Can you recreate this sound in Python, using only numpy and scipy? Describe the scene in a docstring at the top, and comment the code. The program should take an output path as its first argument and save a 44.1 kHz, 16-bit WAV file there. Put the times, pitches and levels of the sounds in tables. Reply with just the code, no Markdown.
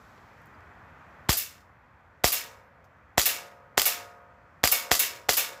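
"""Outdoors, traffic and leaves hum and hiss throughout as bands of noise. Cloth and trigger tick faintly as
short noise taps, and a bird chirps once as a falling tone. Then a gas pistol fires seven single shots at a
metal target a few metres away. Each shot: the hammer's noise burst, a muzzle pop of ringing tones, a hiss of
venting gas, the slide's clacks back and home, then the pellet's clang on target and steel drum, made of noise
and ringing tones and scattered by bushes."""
import sys
import numpy as np
from scipy import signal
from scipy.io import wavfile

SR = 44100
rng = np.random.default_rng(int(sys.argv[2]) if len(sys.argv) > 2 else 0)


def gain_from_decibels(decibels):
    """Convert decibel values to linear amplitude factors."""
    exponent = np.asarray(decibels, float) / 20
    return 10 ** exponent


def transcribe(u):
    """Save the signal u as a 16-bit wav file named by the first command-line argument.

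    u: samples, shape (n,) or (channels, n), limited to [-1, 1]; the rate is SR.
    q: integer samples, one column per channel.
    """
    v = np.clip(np.atleast_2d(u).T, -1, 1)
    q = np.round(v * 32767).astype(np.int16)
    wavfile.write(sys.argv[1], SR, q)


N = 246959   # length in samples
BAND_HZ = 28 * 2 ** np.arange(0, 9.3, 1 / 3)   # middles of the third-octave noise bands


def at_hz(points, hz):
    """Reads the columns of a spectrum table at given frequencies, along a logarithmic pitch scale."""
    table_hz, *columns = np.transpose(points)
    return [np.interp(np.log(hz), np.log(table_hz), column) for column in columns]


def clicks(times, sizes):
    """One-sample impulses of given sizes on a tiny constant floor."""
    out = np.full(N, 1e-18)
    np.add.at(out, np.round(np.asarray(times) * SR).astype(int), sizes)
    return out


def ring(x, hz, t60):
    """A resonance: a unit click starts a sine of height 1 that falls by 60 dB in t60 seconds."""
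    r, w = gain_from_decibels(-60 / (t60 * SR)), 2 * np.pi * hz / SR
    return signal.lfilter([0, np.sin(w)], [1, -2 * r * np.cos(w), r * r], x)


def strike(modes, times, level_db, spread_db):
    """Every blow rings every mode of a body, each with a random strength of its own."""
    strengths = rng.normal(0, spread_db, (len(times), len(modes)))
    out = 0
    for k, (hz, db, t60) in enumerate(modes):
        out = out + ring(clicks(times, gain_from_decibels(level_db + db + strengths[:, k])), hz, t60)
    return out


def swell(x, rise_s, t60):
    """Turns clicks into envelopes that rise with one time constant and die by 60 dB in t60 seconds."""
    up, down = np.exp(-1 / (abs(rise_s) * SR + 1e-3)), gain_from_decibels(-60 / (t60 * SR))
    return signal.lfilter([1 - up], np.convolve([1, -up], [1, -down]), x)


def drift(corner_hz):
    """Random wandering with spread 1: noise smoothed twice, made at every 40th sample and joined by lines."""
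    r = np.exp(-80 * np.pi * corner_hz / SR)
    slow = signal.lfilter([1], [1, -2 * r, r * r], rng.standard_normal(N // 40 + 2002))[2000:]
    return np.interp(np.arange(N) / 40, np.arange(len(slow)), slow / slow.std())


def noise_bands():
    """Third-octave bands of noise, equal power per Hz; neighbours come from unrelated noises."""
    white = rng.standard_normal((2, N + 8000))
    half = 2 ** (1 / 6)
    bands = []
    for k, hz in enumerate(BAND_HZ):
        band_filter = signal.butter(2, [hz / half, hz * half], "band", fs=SR, output="sos")
        bands.append(signal.sosfilt(band_filter, white[k % 2])[8000:])   # drops the filter's start
    return bands


def shares(spectrum):
    """Band gains that give the whole spectrum rms 1."""
    gain = gain_from_decibels(at_hz(spectrum, BAND_HZ)[0])
    return gain / np.sqrt(np.sum(gain ** 2 * BAND_HZ) * .232 * 2 / SR)   # a band is .232 of its middle wide


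def bursts(bands, spectrum, times, level_db, tilt_db, rise_s, t60):
    """Swelling, dying noise, tilted per octave about 4 kHz; t60 is one value or one per band."""
    out, t60 = 0, np.broadcast_to(t60, BAND_HZ.shape)
    for band, hz, gain, decay in zip(bands, BAND_HZ, shares(spectrum), t60):
        if hz > 150:
            sizes = gain_from_decibels(level_db + tilt_db * np.log2(hz / 4000))
            out = out + gain * band * swell(clicks(times, sizes), rise_s, decay)
    return out


def taps(bands, spectrum, rows):
    """Sudden noise taps, each with its own start, level, tilt about 4 kHz and t60."""
    out = np.zeros(N + 8000)
    upper = slice(12, None)   # bands from about 450 Hz up
    for s, level_db, tilt_db, t60 in rows:
        at = round(s * SR)
        gain = shares(spectrum) * gain_from_decibels(tilt_db * np.log2(BAND_HZ / 4000))
        piece = gain[upper] @ [band[at:at + 8000] for band in bands[upper]]
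        out[at:at + len(piece)] += piece * gain_from_decibels(level_db - 60 * np.arange(len(piece)) / SR / t60)
    return out[:N]


def coloured(x, peaks):
    """The sound plus its resonances in parallel."""
    out = x
    for hz, width_hz, lift_db in peaks:
        r = np.exp(-np.pi * width_hz / SR)
        resonance = [1, -2 * r * np.cos(2 * np.pi * hz / SR), r * r]
        out = out + gain_from_decibels(lift_db) * signal.lfilter([(1 - r * r) / 2, 0, (r * r - 1) / 2], resonance, x)
    return out


# Colour of traffic and leaves. Each row: frequency in Hz, relative power per Hz in dB.
TRAFFIC_SPECTRUM = [(26, -41), (45, -3.5), (81, 2.5), (146, -3.5), (222, -7.5), (345, -13.5), (606, -8),
                    (1360, -6.5), (2060, -11), (3370, -35.5), (7570, -40.5), (9440, -51), (11200, -44.5),
                    (15800, -49.5)]
# Background level as it reaches the listener; it drops at the first shot, as if a recorder's gain control
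# turned down. Each row: time in seconds, traffic level in dB, leaf hiss level in dB (on the spectrum above).
BACKGROUND_LEVELS = [(0, -53, -42.5), (.6, -50.5, -49.5), (1.281, -50.5, -49), (1.339, -57, -56.5),
                     (4.5, -56.5, -55), (5.6, -59.5, -47.5)]


def background(bands):
    """Far traffic and leaves: each range follows its level, each band wavers a little."""
    s, *levels = np.transpose(BACKGROUND_LEVELS)
    drone, hiss = [np.interp(np.arange(N) / SR, s, column) for column in levels]
    # the low rumble swings a little less than the traffic about its mean, and sits 0.5 dB higher
    rumble = drone.mean() + 0.5 + 0.86 * (drone - drone.mean())
    traffic, leaves = 0, 0
    for band, hz, gain in zip(bands, BAND_HZ, shares(TRAFFIC_SPECTRUM)):
        if hz < 2900:
            level = rumble if hz < 300 else drone
            traffic = traffic + band * gain * gain_from_decibels(level + .7 * drift(3.0))
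        else:
            leaves = leaves + band * gain * gain_from_decibels(hiss + .7 * drift(3.0))
    # the ground between swallows the traffic's treble steeply
    return signal.sosfilt(signal.butter(2, 2900, fs=SR, output="sos"), traffic) + leaves


# One faint far chirp: start in seconds, end in seconds, first pitch in Hz, last pitch in Hz, level in dB.
BIRD_CHIRP = (.540, .559, 4950, 4600, -70)


def bird():
    """A near-sine whose pitch falls faster and faster, swelling and fading once."""
    start, end, from_hz, to_hz, level_db = BIRD_CHIRP
    part = np.clip((np.arange(N) / SR - start) / (end - start), 0, 1)
    hz = from_hz + (to_hz - from_hz) * part ** 2
    return gain_from_decibels(level_db) * np.sin(np.pi * part) * np.sin(2 * np.pi * np.cumsum(hz) / SR)


# Colour of a tick. Each row: frequency in Hz, relative power per Hz in dB.
TICK_SPECTRUM = [(300, -38.5), (3000, -12), (5500, -4), (8000, -12), (9500, -12), (13000, -10),
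                 (15800, -13)]
# Faint ticks. Each row: start in seconds, level in dB before the tilt, tilt in dB per octave, t60 in seconds.
TICK_ROWS = [(0.178, -56.5, -17, 0.026), (.402, -64, -8, .02), (.418, -63, 1, .017), (0.457, -64, 6, .017),
             (.470, -67, 5, .017), (.606, -65, -1, .017), (1.605, -57, -3, .044), (2.842, -66.5, -1, 0.098)]


def cloth_and_trigger(bands):
    """Small rubs and clicks: each is a sudden noise that dies at once."""
    return taps(bands, TICK_SPECTRUM, TICK_ROWS)


# When each pellet's blow is heard from the target, in seconds.
BLOW_S = [1.3715, 2.3206, 3.2567, 3.8551, 4.7157, 4.9936, 5.3689]
# How hard each blow sounds. Each row: crack level in dB, clang level in dB, clang tilt in dB per octave,
# drum ring level in dB (before the tilts and the drum tones' own levels).
BLOWS = [(-20.5, -29, 3.5, -52.5), (-18.5, -24, 2, -40), (-12, -21, 1.5, -36.5), (-12.5, -22, 1.8, -35),
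         (-13, -22, 2.5, -33), (-11, -21, 1.5, -40.5), (-14, -22, 1.3, -35.5)]
# Colour of the clang. Each row: frequency in Hz, relative power per Hz in dB.
CLANG_SPECTRUM = [(120, -76), (200, -16), (490, -8.5), (1020, -25), (1200, 1), (1390, -8), (2150, 4.3),
                  (2360, -2.4), (2730, 1), (7070, 1.3), (8640, 1.5), (12500, 1.6), (15800, 0.3)]
# How long the clang lasts. Each row: frequency in Hz, t60 in seconds.
CLANG_DECAY = [(300, 1), (1000, 1), (2500, 0.38), (6000, 0.35), (12000, 0.24)]
# Broad resonances of the sheet. Each row: frequency in Hz, width in Hz, lift in dB.
PLATE_PEAKS = [(1656, 17, -0.5), (2254, 91, 1.5), (2724, 210, 2.5), (3580, 74, 2.5), (5180, 57, 4),
               (7000, 57, 0), (11860, 150, -0.5), (12670, 220, -4.5)]
# Clear tones of steel drum and target plate. Each row: frequency in Hz, level in dB before the drum's tilt,
# t60 in seconds.
DRUM_MODES = [(270, -18, .5), (452, -14, 1.5), (514, -14, 2.2), (563, -13, 2.), (600, -20, 1.2),
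              (632, -17, 1.8), (670, -19, 1.), (706, -12, 1.4), (784, -13, .8), (880, -17, 1.2),
              (908, -15, 1.6), (950, -16, 1.6), (982, -19, 1.6), (1098, -15, 1.2), (1180, -10, .7),
              (1252, -15, 1.9), (1306, -13, .7), (1436, -16, 1.2), (1472, -13, .75), (1567, -15, .8),
              (1674, -14, .7), (1803, -9, .3), (1879, -11, .45), (2226, -5, .4), (2455, -9, .3),
              (2690, -7, .2), (2810, -6, .22), (3470, -8, .2), (4220, -14, .3), (12000, -3, .1)]
# Far bushes. Each row: frequency in Hz, colour in dB against the clang, t60 in seconds.
BUSHES = [(296, -15.5, 0.76), (1460, -19, 0.39), (3935, -32.5, 0.23), (12500, -41.5, 0.74)]


def target(bands):
    """The pellet cracks on sheet metal; its dense modes clang as noise, the clearer modes ring on as tones."""
    s = np.array(BLOW_S)
    crack_db, clang_db, tilt_db, drum_db = np.transpose(BLOWS)
    out = bursts(bands, CLANG_SPECTRUM, s, crack_db, tilt_db + 1.5, rise_s=.0001, t60=.003)
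    # the thin plate's treble flares at once and dies first
    out += bursts(bands, CLANG_SPECTRUM, s + 0.00076, crack_db - 16.5, tilt_db + 8.5, rise_s=0.0021, t60=0.052)
    clang_t60 = at_hz(CLANG_DECAY, BAND_HZ)[0]
    out += bursts(bands, CLANG_SPECTRUM, s + 0.0009, clang_db, tilt_db, rise_s=0.011, t60=clang_t60)
    buzz = gain_from_decibels(1.5 * drift(250.) - 1)   # the loose sheet buzzes
    out = coloured(out * buzz, PLATE_PEAKS)
    # the blow spreads through the sheet over some ms; each mode has a close, faster dying twin: they beat
    for hz, db, t60 in DRUM_MODES:
        late = s + rng.uniform(.001, .012, len(s))
        twin = (hz * rng.uniform(1.006, 1.02), db, t60 * .4)
        tilted_db = drum_db + 2.5 * np.log2(hz / 1000)   # 2.5 dB per octave about 1 kHz
        out += strike([(hz, db, t60), twin], late, tilted_db, spread_db=2.5)
    # bushes farther off send back a duller wash
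    under_db, wash_t60 = at_hz(BUSHES, BAND_HZ)
    wash = list(zip(BAND_HZ, at_hz(CLANG_SPECTRUM, BAND_HZ)[0] + under_db))
    return out + bursts(bands, wash, s, clang_db - 25.5, 0, rise_s=0.021, t60=wash_t60)


# Colours of the pistol's noises. Each row: frequency in Hz, relative power per Hz in dB.
HAMMER_SPECTRUM = [(180, -34.5), (300, -5), (3670, -12.5), (5380, -20), (7370, -17.5), (14500, -24),
                   (15800, -22)]
GAS_SPECTRUM = [(120, -30.5), (200, -16), (447, -7.5), (719, -12.5), (946, -18.5), (2780, -2.5), (4310, -3),
                (4990, 3.5), (9130, -0.5), (14400, -3), (15800, -16)]
SPRING_SPECTRUM = [(120, -46), (200, -21.5), (706, -12), (1120, -15), (1440, -9), (1830, -13), (4640, -4.5),
                   (7200, -4.5), (8180, 1), (13900, -9), (15800, -14)]
CLACK_SPECTRUM = [(290, -48), (500, -7), (2310, 7.5), (3130, 3.5), (5750, -0.5), (7040, 3), (11000, -2),
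                  (13700, 6), (15800, -5.5)]
# When the slide stops, one row per shot: at the rear in seconds, home in seconds.
SLIDE_TIMES = [(1.3090, 1.3269), (2.2594, 2.2752), (3.1960, 3.2158), (3.7964, 3.8174), (4.6549, 4.6745),
               (4.931, 4.9512), (5.3107, 5.3328)]
# How hard it stops, one row per shot: rear level in dB, home level in dB (before the tilt).
SLIDE_LEVELS = [(-31, -20), (-31.5, -18), (-17, -17), (-16, -12.5), (-14.5, -10.5), (-27, -18),
                (-28, -16.5)]
# Sound of the stops, in the order rear, catch, home. Each row: tilt in dB per octave, t60 in seconds.
STOP_SOUNDS = [(-2, 0.011), (-1.5, 0.024), (0.8, 0.0074)]
# Broad resonances of the frame. Each row: frequency in Hz, width in Hz, lift in dB.
FRAME_PEAKS = [(713, 60, -5.5), (1166, 67, 5.5), (1994, 22, 1.5), (3310, 72, -7.5), (4784, 190, 1),
               (7240, 120, -1.5), (12500, 250, -3), (13800, 160, 4)]


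def pistol(bands):
    """Hammer falls, gas vents as the slide opens, the slide clacks, its spring rattles, all through the frame."""
    s, gas_db = np.array(SHOT_TIMES), np.transpose(SHOT_LEVELS)[4]
    rear_s, home_s = np.transpose(SLIDE_TIMES)
    rear_db, home_db = np.transpose(SLIDE_LEVELS)
    out = bursts(bands, HAMMER_SPECTRUM, s - 0.0057, gas_db - 3, 0, rise_s=0.0018, t60=0.086)
    out += bursts(bands, GAS_SPECTRUM, s + 0.00091, gas_db, -0.75, rise_s=0.0033, t60=0.15)
    # the spring rattles as the slide comes home
    out += bursts(bands, SPRING_SPECTRUM, home_s, -24.5, -0.75, rise_s=0.0032, t60=0.22)
    out *= gain_from_decibels(1.3 * drift(300.) - 1)   # loose parts make it sputter
    # the slide catches the next pellet just before home
    catch_s, catch_db = home_s - .0099, -27.5 + 0 * s
    blows = [(rear_s, rear_db), (catch_s, catch_db), (home_s, home_db)]
    rows = []
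    for (times, levels), stop in zip(blows, STOP_SOUNDS):
        rows += [(at, db, *stop) for at, db in zip(times, levels)]
    return coloured(out + taps(bands, CLACK_SPECTRUM, rows), FRAME_PEAKS)


# When each pellet leaves the muzzle, in seconds.
SHOT_TIMES = [1.29275, 2.24266, 3.17969, 3.77817, 4.63849, 4.91552, 5.29178]
# One row per shot: pop level in dB, barrel tone level in dB, pressure push level in dB,
# time constant of the push's fall in seconds, venting gas level in dB (played by the pistol above).
# Tones of the pop and barrel, and tilts of the gas, add their own dB.
SHOT_LEVELS = [(-8, -16, -3.5, 0.0015, -19), (-4.5, -9, -14, 0.01, -18), (-3.5, -8, -13.5, .0028, -18.5),
               (-3, -7.5, -23.5, .0026, -19.5), (-3, -6.5, -10, 0.0013, -19), (-2, -8, -20, .0074, -18),
               (-4, -9, -23.5, 0.0038, -19)]
# The pellet's exit tick, then the gas pop behind it. Each row: lag in seconds, frequency in Hz, level in dB
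# added to the pop's, t60 in seconds.
POP_TONES = [(0, 4300, -2, .003), (0, 7200, -8, .006), (0, 13000, -9, .005), (.00026, 1900, -1, .0055),
             (.00026, 3400, -9, .006), (.0004, 5600, -8, .005)]
# Air column in the barrel. Each row: frequency in Hz, level in dB added to the barrel's, t60 in seconds.
BARREL_MODES = [(570, 5, 0.0049), (713, -15, 0.053)]


def muzzle():
    """The same mix of tones pops every shot; then barrel air rings and a slow push of pressure passes."""
    s = np.array(SHOT_TIMES)
    pop_db, barrel_db, push_db, push_s = np.transpose(SHOT_LEVELS)[:4]
    out = sum(ring(clicks(s + lag, gain_from_decibels(pop_db + db)), hz, t60) for lag, hz, db, t60 in POP_TONES)
    out -= strike(BARREL_MODES, s + .0002, barrel_db, spread_db=1.5)   # minus: it starts as suction
    for at, db, length in zip(s, push_db, push_s):
        out += swell(clicks([at], gain_from_decibels(db)), 0.00055, length * np.log(1000))   # time constant to t60
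    return out


def scene():
    """All sources at one microphone behind the shooter."""
    near, far = noise_bands(), noise_bands()
    shots = muzzle() + pistol(near)
    small_sounds = cloth_and_trigger(near) + bird()
    return (shots + small_sounds + target(far) + background(noise_bands()))[None]


def top_cut(x):
    """Nothing passes above the cut-off."""
    return signal.sosfilt(signal.butter(12, 16810, fs=SR, output="sos"), x)


def record(dry):
    """A steep low cut turns each push into a falling thump; the port dips near 9 kHz; peaks round, top is cut."""
    dry = signal.sosfilt(signal.butter(5, 52, "high", fs=SR, output="sos"), dry)
    dry = dry - .55 * signal.lfilter(*signal.butter(1, [8000, 10200], "band", fs=SR), dry)
    rounded = 1.3 * np.tanh(dry / 1.3)
    cut = signal.sosfilt(signal.ellip(8, .5, 36, 15550, fs=SR, output="sos"), rounded)
    cut = signal.sosfilt(signal.cheby2(12, 60, 17200, fs=SR, output="sos"), cut)
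    return top_cut(cut)


dry = scene()
out = record(dry)
transcribe(out)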